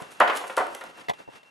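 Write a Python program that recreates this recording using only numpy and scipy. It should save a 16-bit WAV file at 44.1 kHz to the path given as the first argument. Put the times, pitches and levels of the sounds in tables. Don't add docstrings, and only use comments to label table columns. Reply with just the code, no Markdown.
import sys
import numpy as np
from scipy import signal
from scipy.fft import rfft, irfft, next_fast_len
from scipy.io import wavfile
from scipy.ndimage import uniform_filter1d

SR = 44100
rng = np.random.default_rng(int(sys.argv[2]) if len(sys.argv) > 2 else 0)


def store_wav(level_fs):
    pcm = np.round(np.clip(np.atleast_2d(level_fs), -1, 1) * 32767)
    wavfile.write(sys.argv[1], SR, pcm.T.astype(np.int16))


N = 66150

# frequency_hz, side_over_mid_db
DIFFUSE_WIDTH = [(100, 0.5), (300, -6.5), (600, -3.5), (1200, 0), (2800, -0.5), (3600, 3), (5000, -40.5)]
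# frequency_hz, t60_s
YARD_DECAY = [(150, 0.84), (700, 0.6), (2000, 0.45), (5000, 0.53), (11000, 0.3)]
# frequency_hz, relative_db
AIR_SPECTRUM = [(18, -39), (30, -28), (187, -2), (665, -1.5), (1160, -2), (1430, -2.5), (1790, -4.5),
                (2760, -9), (4590, -14), (11200, -23.5), (13000, -30)]
# pitch_hz, level_db
WHINE_TONES = [(2720, -61.5), (2799, -72.5)]
# start_s, level_db, lowpass_hz
CASE_BUMPS = [(0.018, -40, 303), (1.084, -27.5, 3000), (1.094, -27.5, 5060), (1.097, -25, 3000),
              (1.109, -32.5, 900), (1.134, -41.5, 3970), (1.201, -45.5, 690), (1.276, -45.5, 705),
              (1.286, -43, 600), (1.430, -52, 5000)]
# frequency_hz, relative_db
CASE_SPECTRUM = [(40, -34), (130, -10.5), (300, -17), (520, -7.5), (1000, -1.5), (1350, -21.5), (1950, -3),
                 (2250, -12.5), (3600, -7), (5000, -15.5), (11000, -11.5)]
# frequency_hz, side_over_mid_db
CASE_WIDTH = [(100, 6), (500, 12), (1000, 7), (2000, 1), (3500, -26.5)]
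# start_s, level_db
HOOF_TICKS = [(0.021, -40.5), (0.117, -43.5), (0.124, -55), (0.2008, -27.5), (0.275, -43.5), (0.360, -34),
              (0.370, -27.5), (0.373, -37), (0.47, -43), (0.478, -40), (0.5673, -27), (0.579, -30),
              (0.667, -42.5), (0.7482, -31), (0.81, -45), (0.838, -40.5), (0.901, -56), (1.001, -52)]
# peak_s, level_db, half_length_s
HOOF_SCUFFS = [(0.005, -50.5, 0.019), (0.127, -55, 0.026), (0.37, -35, 0.015), (0.331, -50.5, .025),
               (0.495, -51, 0.039), (0.584, -42.5, 0.016), (0.75, -56, 0.056), (0.98, -57, 0.0084)]
# frequency_hz, relative_db
GRIT_SPECTRUM = [(300, -27), (1500, 2), (3000, 1), (5000, -6), (8000, -3.5), (11000, -2), (13000, -14)]
# start_s, level_db, lowpass_hz
PLANK_HITS = [(0.000, -35.5, 940), (0.018, -41.5, 3520), (0.203, -8, 1800), (0.214, -11, 1660),
              (0.23, -21, 1500), (0.275, -20.5, 4540), (0.296, -18.5, 3230), (0.324, -35, 4000),
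              (0.412, -34.5, 1000), (0.437, -31.5, 2200), (0.497, -30.5, 2574), (0.574, -14.5, 1350),
              (0.602, -19, 1330), (0.749, -39, 1990), (0.810, -33, 3250), (0.835, -39, 1100),
              (0.974, -44.5, 1300), (1.370, -69, 1400)]
# pitch_hz, relative_db
PLANK_RING = [(532.9, -43), (635.2, -51.5), (716.0, -42), (748.3, -46.5), (877.5, -50.5), (920.5, -44.5),
              (1023, -40), (1168, -53.5), (1297, -46), (1410, -42), (1486, -46), (1825, -54), (1890, -52.5),
              (1997, -48)]
# frequency_hz, relative_db
WOOD_SPECTRUM = [(60, -54), (150, -36), (250, -17.5), (400, -3), (700, 0), (1400, -2), (1800, -3.5),
                 (2600, -6), (4000, -13.5), (6000, -21), (12000, -18)]

AIR_DB, AIR_WAVER_DB = -56.5, 4.5
WHINE_GAP_AT_S, WHINE_PERIOD_S, WHINE_GAP_S = 1.035, 0.1, 0.025
CASE_ATTACK_S, CASE_T60_S = 0.001, 0.047
TICK_ATTACK_S, TICK_T60_S = 0.0003, 0.025
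HIT_ATTACK_S, CLACK_T60_S, CLACK_SIDE_DB = 0.0017, 0.087, -8
RING_DB, RING_T60_S = -7, 0.24
YARD_BUILD_S, HOOF_WET_DB, PLANK_WET_DB = 0.0095, -6.5, -7.5
TOP_HZ = 12800


def amp(db):
    return 10 ** (np.asarray(db) / 20)


def unit_rms(x):
    return x / np.sqrt(np.mean(x ** 2) + 1e-20)


def curve_at(points, hz):
    point_hz, values = np.transpose(points)
    return np.interp(np.log(hz + 1), np.log(point_hz + 1), values)


def eq(x, response):
    size = next_fast_len(N + SR // 2)
    hz = np.fft.rfftfreq(size, 1 / SR)
    return irfft(rfft(x, size) * response(hz), size)[..., :N]


def lowpass_gain(hz, lowpass_hz):
    return 1 / np.sqrt(1 + (hz / lowpass_hz) ** 4)


def noise(spectrum, lowpass_hz=SR):
    white = rng.standard_normal(N)
    return unit_rms(eq(white, lambda hz: amp(curve_at(spectrum, hz)) * lowpass_gain(hz, lowpass_hz)))


def flutter(samples):
    return unit_rms(uniform_filter1d(rng.standard_normal(N), size=samples))


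def strike(start_s, attack_s, t60_s):
    age = np.maximum(np.arange(N) / SR - start_s, 0)
    return (1 - np.exp(-age / attack_s)) * np.exp(-np.log(1000) * age / t60_s)


def spread(mid, side):
    side = eq(side, lambda hz: amp(curve_at(DIFFUSE_WIDTH, hz)))
    return np.array([mid + side, mid - side])


def yard_reverb(x):
    hz, frame_s, bands = signal.stft(rng.standard_normal((2, SR)), SR, nperseg=256)
    decay = np.exp(-np.log(1000) * frame_s / curve_at(YARD_DECAY, hz)[:, None])
    tail = signal.istft(bands * decay, SR, nperseg=256)[1][:, :SR]
    tail *= 1 - np.exp(-np.arange(SR) / SR / YARD_BUILD_S)
    mid, side = signal.fftconvolve(x[None], tail / np.linalg.norm(tail[0]), axes=1)[:, :N]
    return spread(mid, side)


def outdoor_air():
    level_db = AIR_DB + AIR_WAVER_DB * flutter(samples=3000)
    return amp(level_db) * spread(noise(AIR_SPECTRUM), noise(AIR_SPECTRUM))


def whine():
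    t = np.arange(N) / SR
    half_period = WHINE_PERIOD_S / 2
    from_gap_s = np.abs((t - WHINE_GAP_AT_S + half_period) % WHINE_PERIOD_S - half_period)
    gate = uniform_filter1d((from_gap_s > WHINE_GAP_S / 2) * 1.0, size=200)
    return gate * sum(amp(db) * np.sqrt(2) * np.sin(2 * np.pi * hz * t) for hz, db in WHINE_TONES)


def case_bumps():
    knocks = np.zeros(N)
    for start_s, level_db, lowpass_hz in CASE_BUMPS:
        envelope = strike(start_s, CASE_ATTACK_S, CASE_T60_S)
        knocks += amp(level_db) * envelope * noise(CASE_SPECTRUM, lowpass_hz)
    side = eq(knocks, lambda hz: -1j * amp(curve_at(CASE_WIDTH, hz)))
    return np.array([knocks + side, knocks - side])


def hooves():
    t = np.arange(N) / SR
    tick_envelope = sum(amp(db) * strike(start_s, TICK_ATTACK_S, TICK_T60_S) for start_s, db in HOOF_TICKS)
    ticks = tick_envelope * noise(GRIT_SPECTRUM)
    grain = amp(3.1 * flutter(samples=70))
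    swells = sum(amp(db) * np.exp(-((t - peak_s) / half_s) ** 2) for peak_s, db, half_s in HOOF_SCUFFS)
    scuffs = swells * unit_rms(grain * noise(GRIT_SPECTRUM))
    return ticks + scuffs + amp(HOOF_WET_DB) * yard_reverb(ticks + scuffs)


def plank():
    t, out = np.arange(N) / SR, np.zeros((2, N))
    mode_hz, mode_db = np.transpose(PLANK_RING)
    for start_s, level_db, lowpass_hz in PLANK_HITS:
        gains = amp(mode_db + rng.normal(0, 1.8, len(mode_hz))) * lowpass_gain(mode_hz, lowpass_hz)
        modes = np.sin(2 * np.pi * (mode_hz[:, None] * t + rng.random((len(mode_hz), 1))))
        ring = amp(RING_DB) * unit_rms(gains @ modes) * strike(start_s, HIT_ATTACK_S, RING_T60_S)
        envelope = strike(start_s, HIT_ATTACK_S, CLACK_T60_S)
        clack = envelope * noise(WOOD_SPECTRUM, lowpass_hz)
        side = amp(CLACK_SIDE_DB) * envelope * noise(WOOD_SPECTRUM, lowpass_hz)
        out += amp(level_db) * (spread(clack + ring, side) + amp(PLANK_WET_DB) * yard_reverb(clack))
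    return out


def scene():
    return plank() + hooves() + case_bumps() + whine() + outdoor_air()


def record(dry):
    return eq(dry, lambda hz: hz < TOP_HZ)


dry = scene()
out = record(dry)
store_wav(out)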